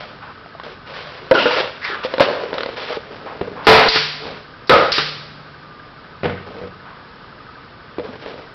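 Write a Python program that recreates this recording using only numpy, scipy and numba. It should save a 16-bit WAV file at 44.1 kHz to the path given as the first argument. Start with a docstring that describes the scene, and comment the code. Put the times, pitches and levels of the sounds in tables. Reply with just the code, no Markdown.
"""Workshop hall, at a work table: a cardboard blank is folded into a box, creases snapping, flaps scraping.
A pneumatic stapling plier fires twice (blow, rush of air, exhaust, piston return), is laid down, and a box is set down.
Struck board, tool and table are decaying modes; sliding is random slips through resonances; air is coloured noise.
Close, narrow-band microphone, overloading on the loud hits; machines hum farther off in the hall."""
import sys
import numpy as np
from scipy import signal
from scipy.fft import rfft, irfft, next_fast_len
from scipy.io import wavfile
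from numba import njit

SR = 44100
rng = np.random.default_rng(int(sys.argv[2]) if len(sys.argv) > 2 else 0)


def to_wav(sig):
    """Store sig (one row per channel, or 1-D mono) as 16-bit WAV at the path in sys.argv[1].

    Samples outside -1..1 are clipped; the rate is SR.
    """
    pcm = np.clip(np.atleast_2d(sig), -1, 1) * 32767
    pcm = np.round(pcm).astype(np.int16)
    wavfile.write(sys.argv[1], SR, pcm.T)  # frames by channels


N = 376613
T = np.arange(N) / SR
BAND_HZ, TOP_HZ = 5500, 15900  # nominal upper edge of the microphone's band; final low-pass


def amp(db):
    """Decibels to gain."""
    return 10 ** (np.asarray(db) / 20)


def unit(x):
    """Scale to rms 1."""
    return x / np.sqrt(np.mean(x ** 2))


def fade(t, t60):
    """Exponential decay from t = 0, silent before."""
    return (t >= 0) * np.exp(-np.log(1000) * np.abs(t) / t60)


def add(out, s, x):
    """Mix x into out from s seconds on."""
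    i = int(s * SR)
    out[i:i + len(x)] += x[:N - i]


def thin(x, hz):
    """Small, light things radiate little below hz."""
    return signal.sosfilt(signal.butter(2, hz, "high", fs=SR, output="sos"), x)


def colour(x, points):
    """Give x a spectrum of (f/Hz, level/dB) points, rolled off above the band, at rms 1."""
    hz, db = np.transpose(points)
    size = next_fast_len(len(x))
    f = np.maximum(np.fft.rfftfreq(size, 1 / SR), 1)
    shape = amp(np.interp(np.log(f), np.log(hz), db))
    roll_off = 1 / (1 + (f / (BAND_HZ + 1000)) ** 20)
    return unit(irfft(rfft(x, size) * shape * roll_off, size)[:len(x)])


def resonate(x, hz, width):
    """One resonance, gain 1 at its centre."""
    return signal.lfilter(*signal.iirpeak(hz, hz / width, fs=SR), x)


@njit
def glide(x, hz, width):
    """A resonance whose centre moves: a state-variable band-pass, retuned at every sample."""
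    y, band, low = np.empty(len(x)), 0., 0.
    for i in range(len(x)):
        g, k = np.tan(np.pi * hz[i] / SR), width / hz[i]
        v = (band + g * (x[i] - low)) / (1 + g * (g + k))
        band, low, y[i] = 2 * v - band, low + 2 * g * v, k * v
    return y


def ring(t, modes):
    """Struck (f/Hz, level/dB, t60/s) modes; each blow lands a little differently."""
    out = 0
    for hz, db, t60 in modes:
        level_chance, pitch_chance = rng.standard_normal(2)
        tone = np.sin(2 * np.pi * hz * (1 + 0.0033 * pitch_chance) * t)
        out = out + amp(db + 1.0 * level_chance) * fade(t, t60) * tone
    return out


def walk(rate):
    """Smooth chance with a spread near 1, from `rate` random points a second."""
    return 1.2 * np.interp(T * rate, np.arange(4096), rng.standard_normal(4096))


def slips(rate, spread_db):
    """Stick-slip: about `rate` random clicks a second, more unequal in size as spread_db grows."""
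    clicks = (rng.random(N) < rate / SR) * rng.standard_normal(N)
    return unit(clicks * amp(spread_db * np.minimum(rng.exponential(size=N), 4)))


def stroke(s, length, change_db, grip_s=0.0063, let_go_s=0.015):
    """Gain of one sliding stroke: grip, an even change of level in dB, let go."""
    t = T - s
    grip = np.clip(t / grip_s, 0, 1)
    let_go = np.clip((length - t) / let_go_s + 1, 0, 1)
    return amp(change_db * np.clip(t / length, 0, 1)) * grip * let_go


# air of the hall, spectrum: (f/Hz, relative level/dB)
HALL_AIR = [(15, -50), (25, -11.5), (146, -3.5), (174, -6), (273, -7), (319, -10), (460, -7.5), (570, -11),
            (623, -10.5), (797, -12.5), (900, -10.5), (1250, -9), (1390, -11.5), (1560, -10.5), (1850, -15),
            (2380, -18.5), (5200, -23), (6760, -44), (11400, -120)]
# distant machine tones: (f/Hz, mean rms level/dB)
MACHINE_TONES = [(150, -57), (1200, -55), (1280, -55.5), (1502, -56.5)]
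# two chirps on every turn of a distant machine: (t after the turn begins/s, f/Hz, level/dB)
TURN_CHIRPS = [(0, 1540, -42.5), (.022, 1270, -43)]
TURNS_PER_S, TURN_BEGINS_S, CHIRP_S, CHIRP_WIDTH_HZ = 11.95, 7.053, .008, 180


def hall(air_db=-41.5, waver_db=0.36, hum_waver_db=3):
    """Ventilation noise, the wavering tones of distant machines and the chirping of one that turns."""
    out = colour(rng.standard_normal(N), HALL_AIR) * amp(air_db + waver_db * walk(3.7))
    for hz, db in MACHINE_TONES:
        level = amp(db + hum_waver_db * walk(6.1)) * np.sqrt(2)
        out = out + level * np.sin(2 * np.pi * hz * T + 1.1 * walk(9))
    for lag, hz, db in TURN_CHIRPS:
        # time from the nearest chirp
        off_s = (((T - TURN_BEGINS_S - lag) * TURNS_PER_S + .5) % 1 - .5) / TURNS_PER_S
        narrowed = resonate(rng.standard_normal(N), hz, CHIRP_WIDTH_HZ)
        squeak = unit(resonate(narrowed, hz, 2 * CHIRP_WIDTH_HZ))
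        out = out + amp(db) * np.exp(-(off_s / CHIRP_S) ** 2) * squeak
    return out


# hiss of the fibres, spectrum: (f/Hz, relative level/dB)
FIBRE_HISS = [(100, -29), (400, -9), (1000, 4), (1600, 2.5), (2200, 0.5), (2900, 0), (3600, -1.5),
              (5500, -8.5)]


def rubbing(strokes, resonances, judder_db, flex, low_hz):
    """Coarse slips shake the board's resonances, which wander as it flexes; fine ones hiss; the hand judders both."""
    body_gain, hiss_gain = np.zeros(N), np.zeros(N)
    for s, length, body_db, hiss_db, change_db in strokes:
        gain = stroke(s, length, change_db)
        body_gain += amp(body_db) * gain
        hiss_gain += amp(hiss_db) * gain
    coarse, body = slips(rate=2500, spread_db=1.5), 0
    for hz, width, db in resonances:
        centre = hz * np.exp(flex * walk(25))
        body = body + amp(db) * glide(coarse, centre, float(width))
    body = unit(thin(body, hz=low_hz))
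    hiss = colour(slips(rate=8400, spread_db=0.0) + 0.55 * coarse, FIBRE_HISS)
    return unit(amp(judder_db * walk(110))) * (body_gain * body + hiss_gain * hiss)


# board sliding on board: (t/s, length/s, body level/dB, fibre hiss level/dB, change over the stroke/dB)
FOLDING_STROKES = [(0, 0.17, -38.5, -35.5, -14.5), (.63, 0.11, -36.5, -37.5, -6.5),
                   (.86, 0.066, -42, -40.5, 2), (.935, 0.25, -38, -32.5, -9), (1.185, 0.22, -39, -42, -5),
                   (1.335, 0.042, -15.5, -24, -0.5), (1.385, .115, -25.5, -20.5, -2.5),
                   (1.505, 0.095, -25.5, -22, 2), (1.6, 0.097, -23, -25.5, -11.5),
                   (1.845, .06, -39.5, -27.5, -5), (1.89, 0.12, -34.5, -44, -4.5),
                   (2.03, 0.026, -38, -27, 1.5), (2.06, 0.19, -35.5, -39, 2.5),
                   (2.213, 0.047, -15.5, -15.5, -11), (2.265, 0.29, -19, -38.5, -14),
                   (2.535, 0.21, -30, -35, -4), (2.76, 0.206, -34, -30, -1), (2.89, 0.042, -24, -54, -8.5)]
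# resonances of the open blank: (f/Hz, width/Hz, relative level/dB)
BLANK_RESONANCES = [(130, 90, -9.5), (260, 65, -2.5), (492, 118, 20), (650, 150, -6), (960, 200, -8),
                    (1420, 210, -18.5)]


def folding():
    """The open blank rubs on itself while it is folded, its resonances wandering widely."""
    return rubbing(FOLDING_STROKES, BLANK_RESONANCES, judder_db=1.0, flex=0.1, low_hz=110)


# an edge or a hand dragged along a panel:
# (t/s, length/s, first f/Hz, last f/Hz, width/Hz, level/dB, change over the stroke/dB, overtone level/dB)
PANEL_SWIPES = [(0.218, 0.1, 1170, 1070, 610, -35.5, -3.5, -22),
                (1.345, 0.039, 1570, 1376, 80, -14.5, -2, -13), (1.383, .165, 1420, 1420, 130, -20, -11, 8),
                (1.327, .16, 350, 305, 110, -23, -5, -11.5), (1.45, 0.023, 1520, 1500, 250, -15.5, -6, -16),
                (1.809, 0.039, 1700, 2000, 755, -35.5, 11, -8),
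                (1.843, .11, 2240, 1380, 596, -23.5, -2.5, -10),
                (1.959, 0.1, 1350, 1210, 400, -31.5, -4.5, -9),
                (3.257, 0.1, 800, 776, 560, -30.5, -6, -14.5), (3.557, 0.097, 945, 1056, 600, -35, 3, -29),
                (6.85, 0.18, 1050, 1120, 500, -38, -9, -31)]


def swipes(judder_db=0.0, settle_share=0.42):
    """The free length of the panel changes as the contact slides and slows, and its resonance follows."""
    out = 0
    grit = signal.lfilter([1], [1, -.7], slips(rate=7000, spread_db=0.5))
    for s, length, first_hz, last_hz, width_hz, db, change_db, overtone_db in PANEL_SWIPES:
        # settle_share: time constant of the glide as a share of the swipe's length
        travel = np.clip(T - s, 0, length) / (settle_share * length)
        centre = last_hz + (first_hz - last_hz) * np.exp(-travel)
        fundamental = glide(glide(grit, centre, float(width_hz)), centre, 4. 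* width_hz)
        overtone = glide(grit, 2 * centre, 2. * width_hz)
        sung = unit(fundamental + amp(overtone_db) * overtone)
        out = out + amp(db) * stroke(s, length, change_db) * sung
    return out * unit(amp(judder_db * walk(120)))


# modes of a panel: (multiple of its pitch, level/dB, share of the ring time)
PANEL_MODES = [(1, 0.5, 0.75), (.8, -24, 0.28), (1.22, -12.5, 1.4), (.55, -19.5, 0.66), (1.75, -11.5, 0.54),
               (2.7, -16, 0.39)]


def panel(t, hz, t60):
    """A struck cardboard panel rings like a slack drum."""
    return ring(t, [(hz * k, db, t60 * share) for k, db, share in PANEL_MODES])


# crack of the paper fibres, spectrum: (f/Hz, relative level/dB)
FIBRE_CRACK = [(100, -12), (500, -6.5), (1500, 1), (2500, -7.5), (4000, -5), (5500, -19.5)]


def crack_noise(t):
    """Breaking or struck fibres give noise of one colour, before any decay."""
    return colour(rng.standard_normal(len(t)), FIBRE_CRACK)


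def flutes(count=5, start_s=2.582, gap_s=.025, slowing=1.05, crack_db=2.5, seated_crack_db=-11):
    """A flap edge ticks over the flutes of the board, slowing and losing its crack as it seats."""
    k = np.arange(count)
    gaps = gap_s * slowing ** k
    times = start_s + np.cumsum(gaps) - gaps
    cracks = crack_db + (seated_crack_db - crack_db) * (k / k[-1]) ** 2
    level_db, pitch_hz, t60_s = -18, 532, 0.054
    return [(s, level_db, pitch_hz, t60_s, db) for s, db in zip(times, cracks)]


# panels snapping and being tapped: (t/s, level/dB, panel f/Hz, ring t60/s, crack relative to the ring/dB)
PANEL_SNAPS = [(.461, -29, 700, .035, -13), (.551, -30, 670, .07, -18), (.599, -20, 1080, 0.022, -12),
               (.635, -31.5, 804, .03, 0.5), (.666, -24, 606, .04, -25), (1.312, 9.5, 527.5, 0.086, -19),
               (1.457, -7, 487, 0.2, -13), (1.509, -13.5, 934, 0.087, -3), (1.586, -16.5, 517, .11, -9.5),
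               (2.049, -11, 510, 0.09, -18), (2.139, -11, 526, .069, -5.5), (2.182, -13, 538, 0.16, -5),
               (2.198, -5, 904, 0.029, -7), (2.205, 12, 563, 0.045, -11), (2.310, -16, 560, 0.026, -24),
               (2.530, -12, 502, 0.035, -13.5), (2.541, -16, 516, 0.039, -4), (2.905, -18, 495, 0.15, -14),
               (2.971, -14.5, 452, 0.063, -19), (3.414, -8.5, 405, 0.033, -24),
               (7.984, -11, 362, 0.03, -23), (7.997, -16, 481, 0.09, -19), (8.090, -24.5, 250, 0.14, -23),
               (8.342, -24.5, 482, 0.05, -12)]


def snaps(crack_t60=0.025):
    """A crease gives way: the fibres crack and the panel rings."""
    out, t = np.zeros(N), T[:SR // 3]
    for s, db, hz, t60, crack_db in list(PANEL_SNAPS) + flutes():
        crack = crack_noise(t) * fade(t, crack_t60)
        add(out, s, amp(db) * (panel(t, hz, t60) + amp(crack_db) * crack))
    return thin(out, hz=215)


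# finished box under hand and tool: (t/s, length/s, body level/dB, fibre hiss level/dB, change over the stroke/dB)
SHIFTING_STROKES = [(3.0, 0.11, -40, -59, -3.5), (3.105, 0.33, -35.5, -46.5, -4),
                    (3.44, .17, -35.5, -58, 0), (3.62, 0.047, -42, -44, 7), (4.2, 0.055, -35.5, -41, 5),
                    (4.26, 0.18, -27, -33, -17.5), (6.46, 0.22, -35, -54, -1.5),
                    (8.03, 0.13, -35.5, -49, 1.5), (8.19, .06, -42.5, -44.5, 4),
                    (8.255, 0.051, -30, -40.5, -2), (8.31, 0.16, -35.5, -44, -7)]
# resonances of the hollow box: (f/Hz, width/Hz, relative level/dB)
BOX_RESONANCES = [(96.4, 40, -3.5), (203, 63, -5), (293, 95, -2.5), (440, 42, 7), (514, 82, -4),
                  (895, 190, -32)]


def shifting():
    """The finished box slides; its hollow resonances hold steadier than those of the open blank."""
    return rubbing(SHIFTING_STROKES, BOX_RESONANCES, judder_db=2.0, flex=0.018, low_hz=75)


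# modes of the table top: (f/Hz, level/dB, t60/s)
TABLE_MODES = [(93, -7.5, 0.48), (183.3, -6.5, 0.58), (237, -8, 0.22), (305, -15, 0.059), (393, -12, .08),
               (446, -28, 1), (484, 6.5, 0.22), (590, -6.5, 0.14), (696, -9, 0.3), (1207, -16.5, 0.93)]
# clack of the contact, spectrum: (f/Hz, relative level/dB)
CONTACT_CLACK = [(30, -15.5), (120, 2.5), (450, 0.5), (1000, -9.5), (2000, -9.5), (3500, -20), (5500, -33)]
# plier and boxes bump against the table: (t/s, level/dB, clack relative to the boom/dB)
TABLE_KNOCKS = [(3.411, -29.5, 5.5), (6.233, -29.5, 11), (6.243, -27, 11.5), (6.255, -23.5, 9),
                (6.277, -28.5, 4), (6.297, -30, 8), (6.615, -33, -3), (6.637, -34, 0.5), (7.985, -32, 4.5)]


def knocks(clack_t60=0.048, rattle_db=-13, rattle_t60=0.62):
    """Plier and boxes meet the table: a clack of contact and a dying rattle over the boom of the top."""
    out, t = np.zeros(N), T[:SR]
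    for s, db, clack_db in TABLE_KNOCKS:
        decay = fade(t, clack_t60) + amp(rattle_db) * fade(t, rattle_t60)
        clack = colour(rng.standard_normal(len(t)), CONTACT_CLACK) * decay
        add(out, s, amp(db) * (ring(t, TABLE_MODES) + amp(clack_db) * clack))
    return thin(out, hz=60)


def box_thump(t):
    """The box panel thumps when the driver or the returning piston shakes it."""
    return panel(t, hz=405, t60=0.061)


# modes of the plier and of the box in its jaws: (f/Hz, level/dB, t60/s)
PLIER_MODES = [(335, -18, 0.039), (403, -12, 0.11), (440, -4, 0.42), (577, -12.5, 0.38), (717, -12.5, 0.26),
               (809, -8.5, 0.25), (873, -16, 0.39), (1005, -8, 0.34), (1243, -11, .3), (1334, -18, 0.35),
               (1800, -19.5, 0.64), (2008, -19.5, 0.5), (2100, -17, 0.47), (4750, -22, 0.44)]


def blow(t, crack, ring_db, crack_db, thump_db=2.5, table_db=-19):
    """The driver slams the staple home: fibres crack, tool and box ring, the table shakes."""
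    tool = amp(ring_db) * ring(t, PLIER_MODES) * (1 - fade(t, 0.052))  # the modes take time to build
    shaken = amp(thump_db) * box_thump(t) + amp(table_db) * ring(t, TABLE_MODES)
    return tool + amp(crack_db) * crack * fade(t, 0.064) + shaken * (1 - fade(t, .012))


# roar of the air and of the shaken tool, spectrum: (f/Hz, relative level/dB)
AIR_ROAR = [(30, -26), (100, -9.5), (180, -4), (280, -10), (450, 0.5), (950, -1.5), (1350, -8.5),
            (2100, -3), (2800, -9), (4000, -10.5), (5500, -17.5)]


def air_rush(t, air, open_s, t60, low_hz, high_hz, roar_db, low_width=150, high_width=120, high_db=0, swell_s=0.023):
    """Rushing air sounds two cavity resonances under a broad roar until the valve shuts it off."""
    low = unit(resonate(resonate(air, low_hz, low_width), low_hz, 4 * low_width))
    high = unit(resonate(resonate(air, high_hz, high_width), high_hz, 4 * high_width))
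    cavity = unit(low + amp(high_db) * high)
    roar = colour(rng.standard_normal(len(t)), AIR_ROAR)
    valve = np.minimum(t / swell_s, 1) * np.clip((open_s - t) / .004 + 1, 0, 1)
    return valve * fade(t, t60) * (cavity + amp(roar_db) * roar)


# exhaust jet, spectrum: (f/Hz, relative level/dB)
EXHAUST_JET = [(150, -18.5), (500, -27.5), (1200, -13), (2200, -7.5), (3300, -8), (4700, -6), (5500, -12)]


def exhaust(t, jet, port, travel_s, swell_db, spit_db=3, vent_t60=0.6):
    """The port opens with a spit; the jet swells until the piston is home, then dies away."""
    swell = amp(np.interp(t, [0, travel_s], [-swell_db, 0]))
    flow = swell * fade(np.maximum(t - travel_s, 0), vent_t60)
    return amp(spit_db) * port * fade(t, 0.1) + flow * colour(jet, EXHAUST_JET)


def exhaust_puff(t, air):
    """A low puff of air as the port opens."""
    return colour(air, [(25, 8), (70, -4.0), (200, -30), (1000, -72)]) * fade(t, 0.072)


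def piston_return(t, crack, seat_db=-9, ring_db=-12, thump_db=-5):
    """The piston seats with a tick and shakes tool and box once more."""
    shake = amp(ring_db) * ring(t, PLIER_MODES) + amp(thump_db) * box_thump(t)
    return shake + crack * (fade(t, 0.16) + amp(seat_db) * fade(t, 0.013))


def anvil_arm(t, hz=150.0, t60=1.78):
    """Freed from the box, the long anvil arm hums on."""
    return np.sin(2 * np.pi * hz * t) * fade(t, t60)


# staple shots: (fire t/s, trigger release t/s, piston home t/s, crack level/dB, ring level/dB, rush level/dB,
# rush t60/s, low resonance f/Hz, high resonance f/Hz, roar relative to the resonances/dB, exhaust level/dB,
# exhaust swell/dB, return level/dB)
STAPLE_SHOTS = [(3.669, 3.884, 3.959, 0.5, 3, -5.5, 0.86, 705, 1304, 4.5, -14, 10.5, -13.5),
                (4.695, 4.919, 4.982, -3, -10, -3.5, 0.67, 536, 1272, -5.5, -18, 3, -13.5)]


def stapler(leak_db=-36, leak_lead_s=0.023, puff_db=-12, arm_db=-32):
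    """The driver slams home, air rushes until the trigger is let go, then the cylinder vents and the piston returns."""
    out, draught, t = np.zeros(N), np.zeros(N), T[:int(1.5 * SR)]
    for (fire, release, home, crack_db, ring_db, rush_db, rush_t60, low_hz, high_hz,
         roar_db, vent_db, swell_db, home_db) in STAPLE_SHOTS:
        air, jet = rng.standard_normal((2, len(t)))
        crack, port = crack_noise(t), unit(resonate(jet, 4500, 700))
        # the trigger valve starts to leak just before the blow
        add(out, fire - leak_lead_s, amp(leak_db) * port * fade(t, 0.26))
        add(out, fire, blow(t, crack, ring_db, crack_db))
        rush = air_rush(t, air, release - fire, rush_t60, low_hz, high_hz, roar_db)
        add(out, fire, amp(rush_db) * rush)
        add(out, release, amp(vent_db) * exhaust(t, jet, port, home - release, swell_db))
        add(draught, release, amp(vent_db + puff_db) * exhaust_puff(t, air))
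        add(out, home, amp(home_db) * piston_return(t, crack))
        add(out, home, amp(arm_db) * anvil_arm(t))
    return thin(out, hz=85) + draught  # the low puff keeps its bass


def room(x, wet_db, low_db=-8, low_t60=1.0, high_t60=0.88, build_s=0.0044):
    """The workshop's diffuse echo: decaying noise, weaker but slower to die below 1000 Hz than above."""
    t = T[:int(1.5 * SR)]
    low_pass = signal.butter(2, 1000, fs=SR, output="sos")
    low = signal.sosfilt(low_pass, rng.standard_normal(len(t)))
    high = thin(rng.standard_normal(len(t)), hz=1000)
    tail = amp(low_db) * low * fade(t, low_t60) + high * fade(t, high_t60)
    tail = tail * np.minimum(t / build_s, 1)
    return amp(wet_db) * signal.fftconvolve(x, tail / np.sqrt(np.sum(tail ** 2)))[:N]


def scene():
    """Work at the table, its echo and the hall behind it."""
    background = hall()
    handling = folding() + swipes() + snaps() + shifting() + knocks()
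    shots = stapler()
    echo = room(handling, wet_db=-9.5) + room(shots, wet_db=-10.5)
    return (handling + shots + echo + background)[None]


def record(dry):
    """The microphone stage clips, the band is narrowed, and the overshoot clips once more."""
    overloaded = np.clip(dry, -.71, .71)
    band = signal.butter(14, BAND_HZ + 100, fs=SR, output="sos")
    narrow = signal.sosfiltfilt(band, overloaded)
    top = signal.ellip(8, .2, 70, TOP_HZ, fs=SR, output="sos")
    return signal.sosfilt(top, np.clip(narrow, -.73, .73))


dry = scene()
out = record(dry)
to_wav(out)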